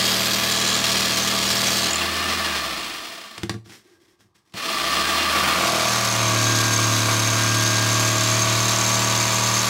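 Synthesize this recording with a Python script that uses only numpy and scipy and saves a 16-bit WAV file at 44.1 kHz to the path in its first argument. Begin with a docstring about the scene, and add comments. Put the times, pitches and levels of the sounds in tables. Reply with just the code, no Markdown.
"""Small workshop, microphone close to a jigsaw mounted blade up under a plywood bench.
The saw is finishing a cut in a small piece of wood: gears rattle, the teeth rasp twice a stroke, the
bench drums, the blade squeaks in the kerf. It runs free and coasts down from 2.4 s. At 3.4 s a board
is knocked onto the bench and slid into place. The saw restarts with a clack at 4.5 s; the board chatters
against the blade, then the teeth catch at 5.5 s and cut on to the end while the bench booms."""
import sys
import numpy as np
from scipy import signal
from scipy.fft import rfft, irfft, next_fast_len
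from scipy.io import wavfile
from scipy.ndimage import uniform_filter1d, minimum_filter1d, map_coordinates

SR = 44100
rng = np.random.default_rng(int(sys.argv[2]) if len(sys.argv) > 2 else 0)


def transcribe(signal):
    """Save signal, clipped to [-1, 1], as a 16-bit WAV file at the path in sys.argv[1]."""
    frames = np.atleast_2d(signal).T
    limited = np.clip(frames, -1, 1)
    pcm = np.round(limited * 32767).astype(np.int16)
    wavfile.write(sys.argv[1], SR, pcm)


N = 427329
TIME = np.arange(N) / SR

# spectra of room tone, scrape, crack, gears and each cut's rasp: (frequency [Hz], relative level [dB])
ROOM_TONE_SPECTRUM = [(15, -36), (25, -14.5), (106, 7), (335, -16), (1000, -6), (1180, -2), (1390, -20),
                      (5010, -24), (15000, -41)]
SCRAPE_SPECTRUM = [(120, -40), (200, -3), (272, -10), (350, -8), (581, -22), (1170, -17), (2020, -14),
                   (2850, -18), (3230, -15.5), (5360, -18), (15000, -33)]
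CRACK_SPECTRUM = [(50, -12), (120, -3), (400, -2), (800, 2), (1300, 3), (4000, 0), (8000, -8.5),
                  (15000, -24)]
GEAR_SPECTRUM = [(35, -26), (100, -17), (145, -19.5), (205, -4.5), (270, -7.5), (340, -7.5), (470, -11),
                 (660, -7), (900, -9.5), (1150, -3.5), (1540, -9), (2400, -7.5), (4400, -9), (6000, -15.5),
                 (9000, -19), (14000, -31), (15700, -26)]
PIECE_RASP = [(300, -10.5), (1000, -10.5), (2500, -6), (3400, -6), (4300, 1), (5500, -3.5), (7300, -8.5),
              (8500, -11), (11500, -19), (14000, -16), (15700, -21.5)]
BOARD_RASP = [(300, -44), (1000, 1), (2500, -9), (3500, -3), (4500, 2), (6000, 2), (7500, 1), (8500, -6),
              (11500, -8), (14000, -12.5), (15700, -26)]
# decay of the workshop: (frequency [Hz], t60 [s])
ROOM_DECAY = [(100, 0.44), (1000, 0.23), (5000, 0.22), (15000, 0.26)]

# shoves of the board over the bench: (start [s], end [s], scrape [dB], groan [dB])
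BOARD_SHOVES = [(3.64, 3.678, -55, -67), (3.686, 3.756, -47, -62), (3.837, 3.955, -63, -58),
                (3.996, 4.12, -64, -65), (4.186, 4.208, -58.5, -69), (4.341, 4.365, -59.5, -71),
                (4.445, 4.517, -67.5, -71)]
# wood set down and nudged, then a clack as the saw restarts:
# (time [s], crack [dB], thump [dB], hollow note [dB])
KNOCKS_AND_CLACK = [(3.379, -21, -44, -39), (3.402, -60, -46, -60), (3.433, -18.5, -29, -21),
                    (3.495, -13.5, -26, -27), (3.541, -32, -29.5, -32), (3.659, -47, -45, -52),
                    (3.696, -39, -53, -42), (4.207, -50, -67, -66), (4.245, -69, -58, -66),
                    (4.523, -46, -77, -70), (4.540, -29, -37, -38)]
# ring of the bench top: (frequency [Hz], level [dB], t60 [s])
BENCH_MODES = [(88, -6, .22), (113, 0, .3), (165, -4, .17), (199, 0, .21), (262, -8, .12), (345, -7, .17),
               (447, -11, .13), (721, -12, .12), (1157, -12, .09), (1400, -12, .06), (1830, -17, .06)]
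# resonances: (frequency [Hz], width [Hz], relative level [dB])
FACE_MODES = [(1180, 150, -4), (1600, 120, -9), (1970, 220, -1), (3230, 290, -4), (5300, 600, -1),
              (7860, 700, -11)]  # the board's face rubbing on the bench
HOUSING_AND_HISS = [(345, 30, -4.5), (662, 40, -4), (1170, 80, -5), (1790, 50, 1), (2020, 70, -9),
                    (2450, 70, -4), (2790, 90, -4), (3200, 100, -4), (3480, 80, -4), (4260, 160, -5),
                    (5000, 160, -7), (5620, 60, -12), (11450, 300, -19), (15550, 200, -14)]  # the saw's housing ringing, plus a thin high hiss while it runs
GEAR_CASE_MODES = [(1450, 300, -45), (1604, 54, -33.5), (1697, 44, -37.5), (1790, 60, -36)]  # the mesh tone swells as it crosses these
PIECE_MODES = [(2540, 47, -5), (2720, 40, -9), (3304, 190, 2), (3970, 130, 3), (4270, 110, -8.5),
               (5110, 60, -12), (6720, 200, -4.5), (7330, 150, -3)]  # the small piece under the teeth
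BOARD_MODES = [(2370, 310, -1.5), (3450, 170, -4), (3855, 210, 2), (4330, 170, -0.5), (4830, 38, -3),
               (5530, 63, -10)]  # the board under the teeth
SLAP_MODES = [(538, 44, -8.5), (670, 124, -3), (1050, 580, -5), (1136, 94, 1), (1365, 110, -9),
              (2240, 210, -2.5)]  # the work slapped on the bench
LOOSE_BOARD_MODES = [(355, 60, -1), (525, 70, -4), (692, 70, 1), (850, 90, -5), (1130, 110, -1)]  # the board slammed as the teeth catch
BOOM_MODES = [(111.5, 11, 0), (196, 26, -11.5), (261, 16, -12.5), (298, 18, -16.5), (337, 26, -11.5),
              (480, 24, -22), (646, 22, -13), (688, 16, -15), (848, 24, -18), (965, 36, -15)]  # the bench, driven by harmonics of the stroke

# crank speed under power, sagging as the wood is pushed: (time [s], speed [strokes/s])
FIRST_RUN_SPEED = [(0.0, 38.7), (0.07, 39.0), (0.52, 39.5), (1.41, 39.2), (1.68, 39.5), (1.91, 40.0),
                   (2.26, 41.3), (2.42, 41.1)]
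SECOND_RUN_SPEED = [(5.6, 40.6), (5.82, 40.3), (6.0, 39.2), (6.36, 37.6), (7.22, 36.9), (7.59, 37.5),
                    (8.04, 37.6), (8.88, 38.5), (9.48, 38.5), (9.69, 38.8)]
# gear rattle of each run: (level at full speed [dB], exponent of speed, base plate within it [dB])
RUN_RATTLE = [(-26, 1.65, -10), (-23.5, 0.68, -5.5)]
# ring of the saw's base plate: (frequency [Hz], width [Hz])
PLATE_MODES = [(1152, 75), (1212, 75)]
# bench vibration from the plunger and from each cut: (multiple of the stroke rate, relative level [dB])
SHAKE_HARMONICS = [(2, 0), (4, -11), (5, -3), (6, -10)]
PIECE_DRUM = [(3, -2), (4, -13), (5, 1.5), (6, -3.5), (7, -8), (9, -8), (10, -12), (11, -8), (13, -11),
              (14, -13), (15, -14), (17, -8)]
BOARD_DRUM = [(6, -3), (10, -8), (11, -9), (13, -8), (15, -6), (16, -8), (19, -10), (20, -8), (21, -8),
              (23, -8), (27, -5), (28, -2), (29, 0), (30, -3), (36, -4), (39, -3)]
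# within one stroke, up then down: (position [cycles], relative level [dB])
TOOTH_PRESSURE = [(0, -2), (.04, 8), (.2, 4), (.35, 6), (.45, 2.5), (.57, 8.5), (.68, 6.5), (.88, -0.5)]
PLUNGER_REVERSALS = [(0.051, 0), (.55, -3)]
WORK_SLAPS = [(0.051, 13.5), (0.361, 2.5), (.62, -11)]
# the kerf pinches the blade: (start [s], end [s], attack [s], pitch [Hz], half width [Hz], level [dB])
KERF_PINCHES = [(0, .5, 0.086, 13100, 900, -39), (0.474, .82, .1, 6950, 600, -33),
                (.58, 1.55, .15, 4240, 450, -36), (1.09, 1.24, 0.06, 6350, 200, -34),
                (1.413, 1.78, .08, 9650, 350, -45), (1.43, 1.8, .08, 14350, 400, -42),
                (5.45, 9.7, 0.97, 6394, 136, -28.5), (5.55, 9.7, 0.079, 5600, 200, -38),
                (5.802, 9.7, 0.75, 4800, 90, -42), (5.7, 9.7, .3, 7250, 200, -41),
                (7.75, 9.7, 0.34, 7200, 200, -33.5), (8.5, 9.7, 0.33, 1090, 110, -43)]
# single strokes that catch: (time [s], level before trim [dB], pitch [Hz])
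KERF_CHIRPS = [(0.5144, -16, 7180), (0.7444, -13.5, 7210), (1.2316, -15, 6230), (1.488, -18, 6080),
               (1.5219, -21, 5620), (1.5723, -13, 5390), (1.6736, -12, 5660), (1.7024, -16, 5590),
               (1.7874, -14, 5440), (1.8572, -14, 6480), (1.9071, -12, 6920), (1.932, -11, 7100),
               (1.957, -10.5, 7230)]
# the small piece, then the board: (start [s], end [s], attack [s], release t60 [s], gear load [0-1],
# rasp [dB], ring [dB], slap [dB], drumming [dB], boom [dB])
SAW_CUTS = [(-.3, 1.862, 0.25, .4, 0.02, -24.5, -29, -40, -31.5, -61),
            (5.5, 9.7, 0.18, .5, 0.51, -29, -30.5, -30, -33.5, -24)]

OFF_S, COAST_S = 2.42, 1.3  # switched off; friction stops the crank in this time
STALL_S, STALL_FADE_S = 3.51, 0.098  # the gears fall silent once the crank barely turns
ON_S, SPIN_UP_S = 4.535, 0.21  # switched on again; time constant of the run-up
FULL_SPEED, SLOWEST_SPEED = 41.5, 36.9  # working range [strokes/s]
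GEAR_TEETH, ROTOR_RATIO = 43, 8.6  # tooth contacts and armature turns per stroke
IDLE_LOAD, LOADED_RATTLE_DB = 0.059, -5.5  # gear load running free; change of the rattle at full load
HOUSING_DB, SHAKE_DB = -8, -36  # housing ring and hiss within the rattle; plunger shake at full speed
HOUSING_HELD_DB, PLATE_HELD_DB, SHAKE_HELD_DB = -6.5, -4.5, -7.5  # change with wood on the blade


def amp(db):
    """Decibels to gain."""
    return 10 ** (np.asarray(db) / 20)


def unit(x):
    """Scale to rms 1."""
    return x / np.sqrt(np.mean(x ** 2) + 1e-20)


def along(points, hz):
    """Interpolate (frequency [Hz], value) points on a log axis."""
    f, v = np.transpose(points)
    return np.interp(np.log(hz + 1), np.log(f + 1), v)


def wobble(rate):
    """A smooth random curve, rate knots a second."""
    knots = np.arange(0, N * rate / SR + 1, 1 / 8)
    curve = map_coordinates(rng.standard_normal(int(knots[-1]) + 4), [knots])
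    return np.interp(TIME * rate, knots, curve)


def grains(rate, spread_db):
    """Tiny random impacts of uneven size, rate a second."""
    hits = (rng.random(N) < rate / SR) * rng.standard_normal(N)
    return unit(hits * amp(spread_db * rng.standard_normal(N)))


def envelope(start, end, attack, t60):
    """A straight rise, a hold until the end, then an exponential release."""
    return np.clip((TIME - start) / attack, 0, 1) * amp(-60 * np.maximum(TIME - end, 0) / t60)


def filtered(x, response):
    """x through a frequency response."""
    size = next_fast_len(N + SR // 2)
    return irfft(rfft(x, size) * response(np.fft.rfftfreq(size, 1 / SR)), size)[:N]


def coloured(x, spectrum):
    """x shaped by a spectrum, at rms 1."""
    return unit(filtered(x, lambda hz: amp(along(spectrum, hz))))


def resonance(f, hz, width):
    """Complex response at f of one mode centred on hz."""
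    return 1j * f * width / (hz * hz - f * f + 1j * f * width)


def resonate(x, modes):
    """x through a bank of resonances, at rms 1."""
    return unit(filtered(x, lambda f: sum(amp(db) * resonance(f, hz, width) for hz, width, db in modes)))


def narrow(x, hz, width):
    """x through one resonance with steep skirts, at rms 1."""
    return unit(filtered(x, lambda f: resonance(f, hz, width) ** 2))


def swell(hz, centre, width):
    """Gain of a tone that passes through a resonance."""
    return 1 / (1 + (2 * (hz - centre) / width) ** 2)


def room_tone():
    """The workshop's faint, steady background."""
    return amp(-70) * coloured(rng.standard_normal(N), ROOM_TONE_SPECTRUM)


def wall_reflections(x):
    """The near walls return a short tail with little bass, 5 ms behind the direct sound."""
    hz, t, noise = signal.stft(rng.standard_normal(SR // 2), SR, nperseg=256)
    tail = signal.istft(noise * amp(-60 * t / along(ROOM_DECAY, hz)[:, None]), SR, nperseg=256)[1]
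    thinned = filtered(x, lambda f: f / np.hypot(f, 450))
    return signal.fftconvolve(np.pad(thinned, (SR // 200, 0)), tail / np.linalg.norm(tail))[:N]


def board_slide():
    """With each shove the board scrapes unevenly over sawdust, and the bench groans under it."""
    scrape = sum(amp(db) * envelope(start, end, 0.02, t60=0.24) for start, end, db, _ in BOARD_SHOVES)
    groan = sum(amp(db) * envelope(start, end, 0.02, t60=0.52) for start, end, _, db in BOARD_SHOVES)
    grit = coloured(grains(rate=6400, spread_db=0.5), SCRAPE_SPECTRUM)
    grit += amp(-7) * resonate(grains(rate=3300, spread_db=1), FACE_MODES)
    hum = resonate(rng.standard_normal(N), [(350, 16, 0), (1600, 30, -16)])
    return scrape * grit * amp(0.86 * wobble(90)) + groan * hum


def knocks_and_clack(crack_t60=0.02, buzz_t60=0.11, hollow_hz=339, hollow_t60=0.11):
    """Wood set down, then the saw's restart clack: each a crack, buzz, hollow note and bench ring."""
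    cracks, thumps, t = np.zeros(N), np.zeros(N), TIME[:SR // 2]
    crack_decay = amp(-60 * t / crack_t60) + amp(-14 - 60 * t / buzz_t60)
    thump_rise = 1 - np.exp(-t / 0.0023)
    for start, crack_db, thump_db, hollow_db in KNOCKS_AND_CLACK:
        span = slice(round(start * SR), round(start * SR) + len(t))
        cracks[span] += amp(crack_db) * crack_decay * rng.standard_normal(len(t))
        ring = sum(amp(db + rng.normal(0, 1.5) - 60 * t / t60)
                   * np.sin(2 * np.pi * (hz * t + rng.random())) for hz, db, t60 in BENCH_MODES)
        hollow = amp(hollow_db - 60 * t / hollow_t60) * np.sin(2 * np.pi * hollow_hz * t)
        thumps[span] += (amp(thump_db) * ring + hollow) * thump_rise
    return filtered(cracks, lambda hz: amp(along(CRACK_SPECTRUM, hz))) + thumps


def crank_speed():
    """Strokes a second: the first run coasts to a stop, the second spins up from rest."""
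    coast = np.clip(1 - (TIME - OFF_S) / COAST_S, 0, 1)
    spin_up = 1 - np.exp(-np.maximum(TIME - ON_S, 0) / SPIN_UP_S)
    return (coast * np.interp(TIME, *np.transpose(FIRST_RUN_SPEED))
            + spin_up * np.interp(TIME, *np.transpose(SECOND_RUN_SPEED)))


def pressure_db(turns):
    """Tooth pressure as the crank turns."""
    return np.interp(turns, *np.transpose(TOOTH_PRESSURE), period=1)


def stroke_hits(turns, pattern, jitter, spread_db):
    """Uneven impacts at each (position [cycles], level [dB]) of the stroke, a little early or late."""
    hits = np.zeros(N)
    for position, db in pattern:
        at = np.flatnonzero(np.diff(np.floor(turns - position + jitter * wobble(40))) > 0)
        hits[at] += amp(db + spread_db * rng.standard_normal(len(at)))
    return hits


def harmonic(k, turns, rough_turns=0.0021):
    """One overtone of the stroke; the loose work makes the high ones rougher."""
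    return np.sin(2 * np.pi * (k * (turns + rough_turns * wobble(55)) + rng.random()))


def rotor_hum(speed, turns):
    """The armature's unbalance hums where it meets a resonance of the housing."""
    gain = amp(-41) * swell(ROTOR_RATIO * speed, centre=353, width=32) * speed / FULL_SPEED
    return gain * unit(harmonic(ROTOR_RATIO, turns))


def plunger_shake(speed, turns, held):
    """The plunger swings the bench, mostly at twice the stroke rate."""
    swing = unit(sum(amp(db + 0.57 * wobble(19)) * harmonic(k, turns) for k, db in SHAKE_HARMONICS))
    return amp(SHAKE_DB + SHAKE_HELD_DB * held) * (speed / FULL_SPEED) ** 4.4 * swing


def gear_whine(speed, turns):
    """The mesh tone rings the gear case; backlash makes it waver and the stroke gives it sidebands."""
    angle = 2 * np.pi * turns
    mesh = np.sin(GEAR_TEETH * angle + 0.42 * wobble(45) + 0.55 * np.sin(2 * angle))
    pulsing = unit(mesh * (1 + 0.4 * np.sin(angle)) * amp(0.87 * wobble(25)))
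    case = sum(amp(db) * swell(GEAR_TEETH * speed, hz, width) for hz, width, db in GEAR_CASE_MODES)
    return case * (speed / FULL_SPEED) ** 2.1 * pulsing


def base_plate(turns):
    """The plunger knocks the base plate at each reversal, and the gears keep it ringing in between."""
    drive = 0.5 * grains(rate=2500, spread_db=1.5)
    drive += unit(stroke_hits(turns, PLUNGER_REVERSALS, jitter=0.012, spread_db=1))
    rings = (narrow(np.roll(drive, 97 * k), hz, width) for k, (hz, width) in enumerate(PLATE_MODES))
    return unit(sum(rings))


def gear_knocks(turns, corner_hz=700):
    """Each gear tooth has its own size and spacing error: small, thin knocks that repeat every turn."""
    size, lag = rng.standard_normal(GEAR_TEETH), rng.random(GEAR_TEETH)
    count = np.arange(int(turns[-1] * GEAR_TEETH))
    tooth = count % GEAR_TEETH
    scatter = 0.09 * rng.standard_normal(len(count))
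    at = np.interp((count + lag[tooth] + scatter) / GEAR_TEETH, turns, np.arange(N)).astype(int)
    knocks = unit(np.bincount(at, np.tanh(2 * size[tooth]), N))
    return filtered(knocks, lambda hz: hz ** 2 / np.hypot(hz ** 2, corner_hz ** 2))


def gear_rattle(speed, turns, held, load):
    """Free gears rattle at random, loaded ones knock in step; housing and base plate ring along."""
    first, second = [amp(db) * (speed / FULL_SPEED) ** power for db, power, _ in RUN_RATTLE]
    stall = np.clip((STALL_S - TIME) / STALL_FADE_S, 0, 1)
    drive = np.where(TIME < ON_S, first * stall, second) * amp(LOADED_RATTLE_DB * load)
    clatter = grains(rate=20000, spread_db=0.5) * amp(0.37 * pressure_db(turns) + wobble(70))
    loose = np.sqrt(1 - load) * unit(clatter)
    tight = np.sqrt(load) * gear_knocks(turns)
    # the housing rings most with loose gears; a thin high hiss sits on top
    ring_and_hiss = resonate(loose + 0.1 * tight, HOUSING_AND_HISS)
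    ring_and_hiss *= amp(HOUSING_DB + HOUSING_HELD_DB * held)
    plate_db = np.where(TIME < ON_S, *[db for _, _, db in RUN_RATTLE])
    plate = amp(plate_db + PLATE_HELD_DB * held) * base_plate(turns)
    return drive * (coloured(loose + tight, GEAR_SPECTRUM) + ring_and_hiss + plate)


def motor(speed, turns):
    """The saw's body under the bench; wood held on the blade loads the gears and quietens it."""
    contacts = [envelope(*row[:4]) for row in SAW_CUTS]
    held = sum(contacts)
    load = np.clip(IDLE_LOAD + sum(row[4] * contact for row, contact in zip(SAW_CUTS, contacts)), 0, 1)
    return (gear_rattle(speed, turns, held, load) + gear_whine(speed, turns)
            + plunger_shake(speed, turns, held) + rotor_hum(speed, turns))


def board_chatter(turns):
    """The board's edge bounces unevenly off the moving teeth."""
    hops = grains(rate=830, spread_db=3.5) * amp(pressure_db(turns))
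    bench = [(hz, 1.6 / t60 + 25, db) for hz, db, t60 in BENCH_MODES[3:]]
    wood = resonate(hops, SLAP_MODES) + amp(-8) * resonate(hops, bench)
    return amp(-23) * envelope(5.28, 5.53, attack=0.058, t60=3) * wood


def teeth_catch(turns):
    """Each stroke lifts the loose board and slams it down; the bark fades as the hands press harder."""
    slams = stroke_hits(turns, [(0.05, 0)], jitter=0.003, spread_db=1.5)
    bark = unit(sum(amp(db) * narrow(np.roll(slams, 150 * k), hz, width)
                    for k, (hz, width, db) in enumerate(LOOSE_BOARD_MODES)))
    return amp(-28.5) * envelope(5.56, 5.85, attack=0.06, t60=1.3) * bark


def kerf_squeak(turns):
    """Where the kerf pinches, blade and wood shriek on each upstroke and ring faintly in between."""
    upstroke = np.exp(7 * (np.cos(2 * np.pi * (turns - 0.05)) - 1))
    grip = (upstroke + 0.42) * amp(1.2 * wobble(35))
    return sum(amp(db) * envelope(start, end, attack, t60=0.24)
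               * narrow(grip * rng.standard_normal(N), hz, 2 * half_width)
               for start, end, attack, hz, half_width, db in KERF_PINCHES)


def kerf_chirps(trim_db=-3.5, rise_s=0.0013, waver_share=0.032):
    """As the first cut nears the edge, single strokes catch in the kerf and chirp."""
    chirps, t = np.zeros(N), TIME[:SR // 20]
    shape = t / rise_s * np.exp(1 - t / rise_s)
    for start, db, hz in KERF_CHIRPS:
        waver = waver_share * unit(uniform_filter1d(rng.standard_normal(len(t)), size=30))
        tone = np.sin(2 * np.pi * np.cumsum(hz * (1 + waver)) / SR)
        chirps[round(start * SR):][:len(t)] += amp(db + trim_db) * shape * tone
    return chirps


def bench_boom(speed, turns):
    """Each bench mode booms whenever the saw's speed brings a harmonic of the stroke onto it."""
    boom = np.zeros(N)
    for hz, width, db in BOOM_MODES:
        orders = range(int(np.ceil(hz / FULL_SPEED)), int(hz / SLOWEST_SPEED) + 2)
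        tones = sum(swell(k * speed, hz, width) * harmonic(k, turns) for k in orders)
        boom += np.sqrt(2) * amp(db + 0.73 * wobble(9)) * tones
    return boom


def drifting(x, depth_db):
    """Resonances come and go at random, as when the kerf lengthens and the fingers shift."""
    frames = signal.stft(x, nperseg=512)[2]
    across_pitch = uniform_filter1d(rng.standard_normal(frames.shape), size=4, axis=0)
    drift = unit(uniform_filter1d(across_pitch, size=70, axis=1))
    return unit(signal.istft(frames * amp(depth_db * drift), nperseg=512)[1][:N])


def cut(speed, turns, row, drum_harmonics, rasp_spectrum, modes, bite_depth, drift_db):
    """Teeth tear fibres on each stroke, and drag the hand-fed work up and down on the bench."""
    rasp_db, ring_db, slap_db, drum_db, boom_db = row[5:]
    feed = envelope(*row[:4]) * amp(0.5 * wobble(4))
    bite = amp(bite_depth * pressure_db(turns) + 2 * wobble(90))
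    rasp = drifting(coloured(bite * grains(rate=16000, spread_db=3), rasp_spectrum), drift_db)
    ring = drifting(resonate(bite * grains(rate=9000, spread_db=2), modes), drift_db)
    drum = unit(sum(amp(db + 0.54 * wobble(11)) * harmonic(k, turns) for k, db in drum_harmonics))
    slaps = resonate(stroke_hits(turns, WORK_SLAPS, jitter=0.003, spread_db=4.7), SLAP_MODES)
    wood = amp(rasp_db) * rasp + amp(ring_db) * ring + amp(slap_db) * slaps
    bench = amp(drum_db) * drum + amp(boom_db) * bench_boom(speed, turns)
    return feed * (wood + bench)


def scene():
    """Mono, close to the bench, with the room behind; one crank drives the running saw's sounds."""
    speed = crank_speed()
    turns = np.cumsum(np.maximum(speed, 2) * (1 + 0.001 * wobble(12))) / SR
    piece = cut(speed, turns, SAW_CUTS[0], PIECE_DRUM, PIECE_RASP, PIECE_MODES,
                bite_depth=1.15, drift_db=1.9)
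    board = cut(speed, turns, SAW_CUTS[1], BOARD_DRUM, BOARD_RASP, BOARD_MODES,
                bite_depth=1, drift_db=1.2)
    direct = piece + board + motor(speed, turns) + kerf_squeak(turns) + kerf_chirps()
    direct += board_chatter(turns) + teeth_catch(turns) + knocks_and_clack() + board_slide()
    return (room_tone() + direct + amp(-9) * wall_reflections(direct))[None]


def record(dry, ceiling=0.37, low_cut_hz=42, top_hz=15800):
    """Behind the microphone a limiter holds the peaks down; deepest bass and top treble are cut."""
    needed = np.minimum(1, ceiling / (np.abs(dry[0]) + 1e-9))
    gain = uniform_filter1d(minimum_filter1d(needed, size=64), size=64)
    low_pass = lambda hz: np.clip((top_hz - hz) / 200 + 0.5, 0, 1)
    high_pass = lambda hz: hz ** 2 / np.hypot(hz ** 2, low_cut_hz ** 2)
    return filtered(dry[0] * gain, lambda hz: low_pass(hz) * high_pass(hz))[None]


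dry = scene()
out = record(dry)
transcribe(out)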